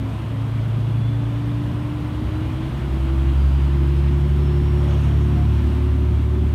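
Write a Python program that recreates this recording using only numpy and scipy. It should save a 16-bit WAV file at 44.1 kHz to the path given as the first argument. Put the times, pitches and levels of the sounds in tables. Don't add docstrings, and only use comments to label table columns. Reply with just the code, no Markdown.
import sys
import numpy as np
from scipy import signal
from scipy.fft import rfft, irfft, next_fast_len
from scipy.io import wavfile
from scipy.ndimage import uniform_filter1d, map_coordinates

SR = 44100
rng = np.random.default_rng(int(sys.argv[2]) if len(sys.argv) > 2 else 0)


def rack_gain(trim_db):
    fader = np.asarray(trim_db, float)
    return 10 ** (fader / 20)


def put_to_file(sound):
    columns = np.atleast_2d(sound).T
    safe = np.clip(columns, -1, 1)
    whole_steps = np.round(safe * 32767)
    wavfile.write(sys.argv[1], SR, whole_steps.astype(np.int16))


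N = 288414

# time in seconds, firing rate in Hz, load in dB.
ENGINE_RUN = [(0, 54.15, 4), (.22, 54.87, -3.5), (.4, 55.42, -0.5), (.9, 56.33, -1.5), (1.4, 57.88, 0.5),
              (2, 60.03, 1), (2.4, 62.64, 1), (2.8, 65.54, -1), (3.2, 67.07, 1), (3.6, 69.1, 0),
              (4.2, 70.95, 0), (4.7, 71.7, -0.5), (5.2, 71.63, -0.5), (5.8, 72.7, -0.5), (6, 72.5, 0),
              (6.4, 73.04, -1), (6.54, 73.1, -1)]
# multiple of the four-stroke cycle rate, level in dB.
WEAK_ORDERS = [(4, -56), (5, -51), (7, -48), (8, -53), (10, -52), (11, -47), (13, -50), (14, -51),
               (15, -50), (16, -52), (17, -53), (18, -49), (20, -51), (21, -53), (22, -55), (23, -55),
               (24, -52), (25, -53), (36, -56), (48, -57), (60, -58), (66, -62), (72, -61), (84, -61)]
# frequency in Hz, width in Hz, gain in dB.
BODY_MODES = [(57, 6, 0), (72, 7, 3), (89, 8, -3), (113, 7, 6.5), (140, 8, 5), (174, 8, -3), (215, 6, 2.5),
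              (254, 5, 1.5), (287, 7, -1.5)]
# frequency in Hz, level in dB.
FLOOR_FIRING = [(54.4, -52), (55.8, -36.5), (58, -35), (60, -47), (61.7, -29), (63.8, -43), (66, -21.5),
                (68.3, -16)]
FLOOR_UNEVEN = [(81, -47), (87, -55), (88.5, -30), (89.5, -39), (92, -31.5), (95, -29), (101, -61),
                (106, -32.5)]
FLOOR_SECOND = [(109, -27), (113, -18.5), (118, -26.5), (121, -32.5), (123.5, -52), (127, -31.5),
                (131, -31.5), (140, -22.5)]
# centre in seconds, half length in seconds, level change in dB.
PUMP_SLIPS = [(0.204, 0.13, -7.5), (0.764, 0.24, -10.5), (2.79, 0.12, -8), (3.508, 0.16, -15.5),
              (5.06, 0.077, -6), (5.5, 0.36, -5), (6.2, 0.14, -7.5)]
# time in seconds, whine frequency in Hz.
TURBO_WHINE = [(0, 3119), (1, 3410), (1.6, 3611), (2.4, 4025), (3.45, 4765), (4, 5120), (4.4, 5336),
               (4.85, 5515), (5.6, 5746), (6.54, 5925)]
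# frequency in Hz, half width in Hz, gain in dB.
INTAKE_DUCT = [(3260, 40, 16), (3330, 40, 12), (3420, 60, 18), (3530, 90, 14), (4010, 70, 15),
               (4780, 70, 8), (5050, 350, 8), (5430, 120, 12.5), (5680, 130, 7)]
# time in seconds, gear rate in Hz.
AXLE_GEAR = [(0, 8), (2.7, 38), (3.9, 54), (4.4, 64), (5.5, 82), (6, 88.5), (6.54, 99)]
# centre in seconds, half length in seconds,
# multiple of the gear rate, level in dB.
GEAR_FLARES = [(2.25, .1, 12, -46), (2.85, .15, 9, -41), (2.9, .3, 6.5, -43), (3.3, .15, 6, -43),
               (3.9, .15, 6, -37), (4.4, .2, 6, -41), (4.9, .12, 8, -46), (5.1, .08, 9, -50),
               (5.27, .06, 8.9, -49), (5.15, .12, 5.5, -44), (5.55, .25, 4, -41), (5.8, .35, 3, -38),
               (6.35, .15, 4, -39)]
# centre in seconds, half length in seconds, frequency in Hz, level in dB.
BRIEF_SQUEALS = [
    (2.76, .1, 2850, -58),
    (5.4, .045, 716, -40),
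    (5.42, .25, 5420, -70),
]
# start in seconds, thud frequency in Hz, level in dB.
RAIL_JOINTS = [(2.6, 43.3, -39), (2.9, 38, -45), (3.92, 44.4, -40), (4.55, 36, -39), (4.66, 42, -43),
               (5.35, 47.7, -36), (6.0, 54.76, -38), (6.42, 47.5, -37)]
# start in seconds, fade time in seconds, level in dB.
RATTLE_BURSTS = [
    (4.87, .15, -58),
    (5.03, .1, -61),
    (5.2, .07, -61),
]
# frequency in Hz, width in Hz, gain in dB.
FITTING_MODES = [(5480, 100, 0), (5850, 200, -2), (6200, 200, 0), (6500, 150, -4), (8550, 300, -8)]
# time in seconds, level in dB.
COMBUSTION_EFFORT = [(0, -0.5), (1.1, -1.5), (2.7, 1), (3.9, 1), (4.6, 0.5), (5.6, 1), (6.54, -1)]
# frequency in Hz, level in dB per Hz.
RUMBLE_SPECTRUM = [(10, -40), (20, -19), (35, -2), (48, -15), (60, 11.5), (90, -4), (150, 2), (200, 2.5),
                   (270, 1.5), (370, -1), (450, -20.5), (600, -47)]
# frequency in Hz, level in dB per Hz.
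CABIN_SPECTRUM = [(240, -51), (400, -7), (511, -1.5), (595, -4), (819, -3.5), (1010, -4.5), (1760, -12.5),
                  (3230, -15), (4880, -26), (5590, -27), (7590, -30.5), (9110, -27.5), (10500, -36.5),
                  (12000, -31), (15300, -43)]
# frequency in Hz, width in Hz, gain in dB.
PANEL_MODES = [(454, 43, 6.5), (593, 50, 8.5), (880, 18, 2.5), (995, 32, 1), (2820, 20, 0.5),
               (3200, 27, -3)]

CYLINDERS, PUMP_RATIO = 6, 4.97
OPEN_S, OPEN_RISE_S = 5.52, 0.073


def unit(x):
    return x / np.sqrt(np.mean(x ** 2) + 1e-20)


def along(points, hz):
    f, value = np.transpose(points)
    return np.interp(np.log(hz + 1), np.log(f + 1), value)


def curves(rows):
    s, *columns = np.transpose(rows)
    return [np.interp(np.arange(N) / SR, s, column) for column in columns]


def wobble(rate):
    knots = rng.standard_normal(int(N * rate / SR) + 4)
    return map_coordinates(knots, [np.arange(N) * rate / SR])


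def swell(s, half):
    return np.exp(-((np.arange(N) / SR - s) / half) ** 2)


def step(s, rise):
    return (1 + np.tanh((np.arange(N) / SR - s) / np.clip(rise, .01, 1))) / 2


def turn(hz):
    return 2 * np.pi * np.cumsum(hz) / SR


def tone(phase, db, flutter_db, rate):
    return np.sqrt(2) * rack_gain(db + flutter_db * wobble(rate)) * np.cos(phase)


def filtered(x, response):
    m = next_fast_len(N + SR // 2)
    return irfft(rfft(x, m) * response(np.fft.rfftfreq(m, 1 / SR)), m)[:N]


def modes(table):
    def response(f):
        return sum(rack_gain(db) * 1j * f * w / (c * c - f * f + 1j * f * w) for c, w, db in table)
    return response


def below(f, hz):
    return 1 / np.sqrt(1 + (f / hz) ** 6)


def above(f, hz):
    return below(hz, f + 1)


def rush(response, patchy_db):
    z = signal.stft(rng.standard_normal(N), nperseg=512)[2]
    field = uniform_filter1d(rng.standard_normal(z.shape), size=6, axis=0)
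    field = uniform_filter1d(field, size=12, axis=1)
    patchy = signal.istft(z * rack_gain(patchy_db * unit(field)), nperseg=512)[1][:N]
    return unit(filtered(patchy, response))


def engine():
    hz, load_db = curves(ENGINE_RUN)
    firing = turn(hz)
    firing = firing - firing[round(2.417 * SR)]
    opened = step(OPEN_S, OPEN_RISE_S)
    past_boom = np.clip((hz - FLOOR_FIRING[-1][0]) / 1.6, 0, 1)
    firing_db = load_db + along(FLOOR_FIRING, hz) - 2 * past_boom
    second_db = load_db + along(FLOOR_SECOND, 2 * hz) - 10 * opened
    uneven_db = along(FLOOR_UNEVEN, 3 * hz / 2) + 10 * step(4.69, 0.27) - 2 * opened
    pump_db = -33 + load_db + sum(db * swell(s, half) for s, half, db in PUMP_SLIPS)

    drone = tone(firing, firing_db, .4, 12)
    drone = drone + tone(2 * firing + np.pi / 4, second_db, .6, 12)
    uneven = tone(3 * firing / 2 + np.pi / 2, uneven_db, 1.0, 10)
    lumps = np.zeros(N)
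    for k, db in WEAK_ORDERS:
        scatter = rng.normal(0, .45) + .2 * wobble(3)
        lumps += tone(k * firing / CYLINDERS + scatter, db, 2, 3)
    pump = tone(PUMP_RATIO * firing + 0.15 * wobble(15), pump_db, 1.94, 14)
    body = filtered(lumps, lambda f: abs(1 + modes(BODY_MODES)(f)) ** 2)
    return pump - drone + uneven + body


def turbo():
    hz, = curves(TURBO_WHINE)
    db = -76 + sum(gain_db * np.exp(-((hz - c) / w) ** 2) for c, w, gain_db in INTAKE_DUCT)
    return tone(turn(hz + 16 * wobble(100)), db + 1.2 * wobble(16), 2.5, 70)


def gears():
    mesh = turn(curves(AXLE_GEAR)[0])
    return sum(swell(s, half) * tone(k * mesh, db, 1.0, 17) for s, half, k, db in GEAR_FLARES)


def squeals():
    out = np.zeros(N)
    for s, half, hz, db in BRIEF_SQUEALS:
        phase = turn(hz * (1 + .003 * wobble(50)))
        out += swell(s, half) * tone(phase, db, 2, 30)
    return out


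def joints():
    out, t = np.zeros(N + SR), np.arange(SR // 4) / SR
    for s, hz, db in RAIL_JOINTS:
        envelope = rack_gain(db + 11.5) * t / 0.029 * np.exp(-t / 0.04)
        out[round(s * SR):][:len(t)] += envelope * np.sin(2 * np.pi * hz * t)
    return out[:N]


def rattle():
    t = np.arange(N) / SR
    shake = np.zeros(N)
    for s, fade, db in RATTLE_BURSTS:
        shake += rack_gain(db) * np.clip((t - s) / 0.0084, 0, 1) * np.exp(-((t - s) / fade) ** 2)
    buzz = rush(lambda f: modes(FITTING_MODES)(f) * (f > 5200), patchy_db=.5)
    return shake * rack_gain(1.5 * wobble(70)) * buzz


def roar():
    t = np.arange(N) / SR
    gust_db = 1.6 * swell(4.93, .15)
    calm_db = curves(COMBUSTION_EFFORT)[0] - step(OPEN_S + 0.3, .1)
    effort_db = calm_db + gust_db

    def cabin(f):
        return rack_gain(along(CABIN_SPECTRUM, f)) * (1 + abs(modes(PANEL_MODES)(f)) / 2)

    rumble_db = -35.5 + 0.52 * t + 0.39 * calm_db
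    rumble = rack_gain(rumble_db) * rush(lambda f: rack_gain(along(RUMBLE_SPECTRUM, f)), patchy_db=1.9)
    panel_db = -42 - 0.56 * t + .6 * effort_db + 2.6 * gust_db + .45 * wobble(12)
    panel = rack_gain(panel_db) * rush(lambda f: cabin(f) * below(f, 1190), patchy_db=-0.06)
    combustion_db = -42.5 + effort_db + .3 * wobble(14)
    combustion = rush(lambda f: cabin(f) * below(f, 5120) * above(f, 1064), patchy_db=0.8)
    combustion = rack_gain(combustion_db) * combustion
    air_db = -60.5 + .9 * effort_db + 0.55 * wobble(25)
    air = rack_gain(air_db) * rush(lambda f: cabin(f) * above(f, 6070), patchy_db=0.7)
    air = filtered(air, lambda f: 1 / np.sqrt(1 + (f / 15300) ** 40))
    return rumble + panel + combustion + air


def scene():
    mix = engine() + turbo() + gears() + squeals() + joints() + rattle() + roar()
    return mix[None]


def low_pass(x):
    return signal.sosfilt(signal.butter(12, 15700, fs=SR, output="sos"), x)


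def record(dry):
    return low_pass(dry)


dry = scene()
out = record(dry)
put_to_file(out)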